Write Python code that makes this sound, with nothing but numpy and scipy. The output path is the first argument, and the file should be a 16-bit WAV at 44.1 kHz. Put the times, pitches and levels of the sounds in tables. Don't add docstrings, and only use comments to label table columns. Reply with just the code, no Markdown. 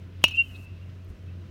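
import sys
import numpy as np
from scipy import signal
from scipy.fft import rfft, irfft
from scipy.io import wavfile

SR = 44100
rng = np.random.default_rng(int(sys.argv[2]) if len(sys.argv) > 2 else 0)


def dump(signal):
    limited = np.clip(np.atleast_2d(signal).T, -1, 1)
    pcm = np.round(limited * 32767).astype(np.int16)
    wavfile.write(sys.argv[1], SR, pcm)


def elevation(decibels):
    levels = np.asarray(decibels, float)
    return 10 ** (levels / 20)


N = 66150
HIT_S = 0.2402


def table(x):
    return np.array(x, float).T


def colour(x, points):
    hz, db = table(points)
    f = np.maximum(np.arange(len(x) // 2 + 1) * SR / len(x), 1)
    gain_db = np.interp(np.log(f), np.log(hz), db)
    return irfft(rfft(x) * elevation(gain_db), len(x))


def noise(hz, width_hz):
    f = np.arange(N // 2 + 1) * SR / N
    bell = np.exp(-2 * ((f - hz) / width_hz) ** 2)
    x = irfft(rfft(rng.standard_normal(N)) * bell, N)
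    return x / x.std()


def walk(rate_hz):
    return noise(0, rate_hz)


def fade(t, t60_s):
    return (t >= 0) * elevation(-60 * np.maximum(t, 0) / t60_s)


def lobe(t, length_s):
    return np.cos(np.pi * np.clip(t / length_s, -0.5, 0.5))


def modes(t, rows, wobble_db=0, sense=-1):
    wobble_hz = 300
    out = 0
    for k, (hz, db, t60_s) in enumerate(rows):
        level = sense ** k * elevation(db + wobble_db * walk(wobble_hz))
        out = out + level * fade(t, t60_s) * np.sin(2 * np.pi * hz * t)
    return out


def air():
    # (frequency [Hz], density [dB per Hz])
    hiss_spectrum = [(110, -3), (200, -10.5), (330, -17), (640, -24), (780, -33), (1000, -29.5),
                     (2800, -33.5), (6500, -47.5)]
    hiss_db, flicker_db, flicker_hz = -50, 1.2, 9
    wind_db, wind_hz, wind_width_hz = -50, 55, 38
    gust_db, gust_hz = 2.5, 5
    town = colour(rng.standard_normal(N), [(60, -28.5)] + hiss_spectrum + [(16000, -78)])
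    hiss = 0
    for hz in 125 * 2.0 ** np.arange(8):
        octave = [(hz / 2, -50), (hz / 1.6, -8), (hz, 0), (hz * 1.6, -8), (hz * 2, -50)]
        hiss = hiss + elevation(flicker_db * walk(flicker_hz)) * colour(town, octave)
    wind = elevation(wind_db + gust_db * walk(gust_hz)) * noise(wind_hz, wind_width_hz)
    return elevation(hiss_db) * hiss / hiss.std() + wind


def mower(t):
    # (multiple [1], level [dB])
    overtones = [(1, 1.5), (2, -17.5), (3, -25), (4, -32)]
    # (time [s], level [dB])
    load_points = [(0.0, -42), (0.082, -42.5), (0.116, -47.5), (0.162, -40), (0.484, -45.5), (0.53, -42),
                   (0.634, -42), (0.668, -52), (0.722, -38.5), (0.768, -46), (0.83, -41.5), (1.11, -42.5),
                   (1.156, -70), (1.182, -47.5), (1.278, -38.5), (1.432, -41), (1.47, -50), (1.5, -40.5)]
    firing_hz, jitter, jitter_hz = 90.4, 0.014, 17
    flutter_db, flutter_hz = -0.5, 4.7
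    load_db = np.interp(t, *table(load_points))
    phase = 2 * np.pi * np.cumsum(firing_hz * (1 + jitter * walk(jitter_hz))) / SR
    out = 0
    for k, db in overtones:
        level = np.sqrt(2) * elevation(load_db + db + k * flutter_db * walk(flutter_hz))
        out = out + level * np.sin(k * phase)
    return out


def scuffs(t):
    # (centre [s], length [s], frequency [Hz], width [Hz], level [dB])
    puffs = [
        (.219, 0.014, 2300, 3130, -51.5),
        (0.241, 0.036, 3120, 344, -43),
        (0.365, 0.055, 5250, 4050, -58.5),
        (.557, 0.051, 3860, 810, -58),
        (.9, .03, 4000, 3000, -68.5),
        (1.048, 0.0018, 12740, 9030, -60),
        (1.1, .06, 8960, 11950, -72.5),
        (1.105, 0.12, 57.5, 40, -41),
    ]
    wobble_db, wobble_hz = 2.0, 300
    out = 0
    for at_s, length_s, hz, width_hz, db in puffs:
        level = elevation(db + wobble_db * walk(wobble_hz))
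        out = out + level * lobe(t - at_s, length_s) ** 2 * noise(hz, width_hz)
    return out


def strike(t):
    # (frequency [Hz], gain [dB])
    crack_spectrum = [(600, -25), (2000, -7), (4300, -16), (6500, -2.5), (8000, -5.5), (13000, -6),
                      (15300, 2.5), (17000, -23)]
    main_ring = [(2860, -9, .16), (2632, -12.5, .2), (3063, -18, .04)]
    # (frequency [Hz], level [dB], t60 [s])
    wall_modes = [(2393, -34.5, 0.11), (3800, -30.5, 0.057), (4524, -20.5, 0.017), (5120, -27.5, 0.021),
                  (5600, -33, 0.076), (6110, -32, 0.042), (6930, -22, 0.013), (8646, -36.5, 0.0461),
                  (9140, -31.5, 0.042), (11040, -29, 0.024), (11750, -37, 0.029)]
    # (frequency [Hz], level [dB], t60 [s])
    thud_modes = [(178, -24.5, 0.017), (308.4, -16.5, 0.01), (613, -18.5, 0.027), (927, -18, .028),
                  (1148, -24, .02), (1553, -18.5, 0.0054)]
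    crack_db, crack_t60_s, crack_lead_s = -13, 0.005, 0.0006
    spray_db, spray_t60_s = -23.5, 0.039
    push_db, push_lag_s, push_s = -0.5, 0.0005, 0.0003
    ring_lag_s, build_s = 0.0003, 0.0005
    facing_s, turned_db = 0.0098, -12
    s = t - HIT_S

    crack_env = elevation(crack_db) * fade(s + crack_lead_s, crack_t60_s)
    spray_env = elevation(spray_db) * fade(s, spray_t60_s)
    crack = colour(rng.standard_normal(N), crack_spectrum) * (crack_env + spray_env)

    pulse = lobe(s - push_lag_s, push_s) ** 2
    rebound = lobe(s - push_lag_s, 4 * push_s) ** 2 / 4
    shove = elevation(push_db) * (pulse - rebound)

    build = 1 - np.exp(-np.maximum(s, 0) / build_s)
    facing = (np.exp(-(s / facing_s) ** 4) + elevation(turned_db)) * build
    ring = modes(s - ring_lag_s, main_ring) * facing
    wall = modes(s, wall_modes, wobble_db=4)
    thud = modes(s, thud_modes, sense=0.92)
    return crack + shove + ring + wall + thud


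def ringing(t):
    # (centre [s], length [s], frequency [Hz], level [dB])
    sweeps = [(.255, .02, 5600, -38), (.268, 0.01, 2610, -33.5), (.267, .03, 2885, -34.5),
              (.286, 0.026, 3060, -36), (0.29, 0.059, 2765, -41.5), (0.31, .035, 2610, -38.5),
              (0.322, 0.024, 2870, -35), (0.346, .06, 2582, -35.5), (0.351, 0.042, 2730, -29),
              (.374, 0.038, 3060, -37), (0.398, 0.068, 2759, -13.5), (0.411, 0.018, 3050, -40),
              (0.441, 0.026, 2750, -37.5), (0.442, 0.13, 3060, -53), (0.491, 0.098, 2907, -57),
              (.5, 0.064, 3020, -57), (.565, 0.028, 2670, -59), (.52, 0.024, 2776, -50),
              (.555, 0.058, 2580, -45.5), (0.598, 0.066, 2730, -55.5), (.65, 0.13, 2655, -52),
              (.71, .07, 2770, -67.5), (.775, .04, 2590, -62), (.826, 0.073, 2775, -63),
              (1.29, 0.034, 2620, -57.5), (0.289, 0.023, 5900, -47.5), (.32, 0.028, 5450, -57.5),
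              (0.397, 0.035, 5580, -61)]
    # (frequency [Hz], width [Hz], level [dB], t60 [s])
    scatter = [(2590, 60, -45.5, 1.2), (2770, 33, -49.5, 1.5), (2840, 60, -47.5, .9), (3060, 60, -47, 0.52),
               (2750, 600, -37, 0.34), (3700, 1400, -42, 0.3), (1780, 4500, -49, .3),
               (5600, 1900, -42.5, .1)]
    sharpness, wobble_db, wobble_hz = 1.7, 1.5, 70
    out = 0
    for at_s, length_s, hz, db in sweeps:
        steady = db >= -25
        level = elevation(db + wobble_db * (not steady) * walk(wobble_hz))
        tone = np.sin(2 * np.pi * (hz * t + rng.random()))
        out = out + level * lobe(t - at_s, length_s) ** sharpness * tone
    for hz, width_hz, db, t60_s in scatter:
        out = out + elevation(db) * fade(t - HIT_S, t60_s) * noise(hz, width_hz)
    return out


def slaps(hit):
    # (arrival [s], level [dB], centre [Hz])
    echoes = [
        (0.2811, -25.5, 4795),
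        (.3095, -37, 4720),
        (0.32, -52.5, 3500),
    ]
    smear_db, smear_t60_s = -17, 0.03
    tail_t = np.arange(2048) / SR
    out = 0
    for at_s, db, hz in echoes:
        thin = colour(hit, [(hz / 8, -6), (hz / 2.6, 0), (hz * 0.61, -10), (hz, 0), (hz * 3, -0.5)])
        tail = elevation(smear_db) * rng.standard_normal(2048) * fade(tail_t, smear_t60_s)
        thin = thin + signal.fftconvolve(thin, tail)[:N]
        out = out + elevation(db) * np.roll(thin, int((at_s - HIT_S) * SR))
    return out


def scene():
    t = np.arange(N) / SR
    hit = strike(t)
    return (air() + mower(t) + scuffs(t) + hit + ringing(t) + slaps(hit))[None]


def roll_off(x):
    return signal.sosfilt(signal.butter(12, 17150, fs=SR, output="sos"), x)


def record(dry):
    raised_db, raised_hz, from_s, to_s = -63.5, 5030, 0.2, 0.662
    self_noise_db, top_hz, low_cut_hz = -76.5, 15850, 52
    t = np.arange(N) / SR
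    gate = np.clip((t - from_s) / 0.04, 0, 1) * np.clip((to_s - t) / 0.012, 0, 1)
    bright = colour(rng.standard_normal(N), [(raised_hz / 3, -12), (raised_hz, 0), (15000, -1.5)])
    hiss = elevation(raised_db) * gate * bright + elevation(self_noise_db) * rng.standard_normal(N)
    hiss = colour(hiss, [(top_hz, 0), (top_hz * 1.01, -30)])
    low_cut = signal.butter(2, low_cut_hz, "high", fs=SR, output="sos")
    return roll_off(signal.sosfilt(low_cut, dry + hiss))


dry = scene()
out = record(dry)
dump(out)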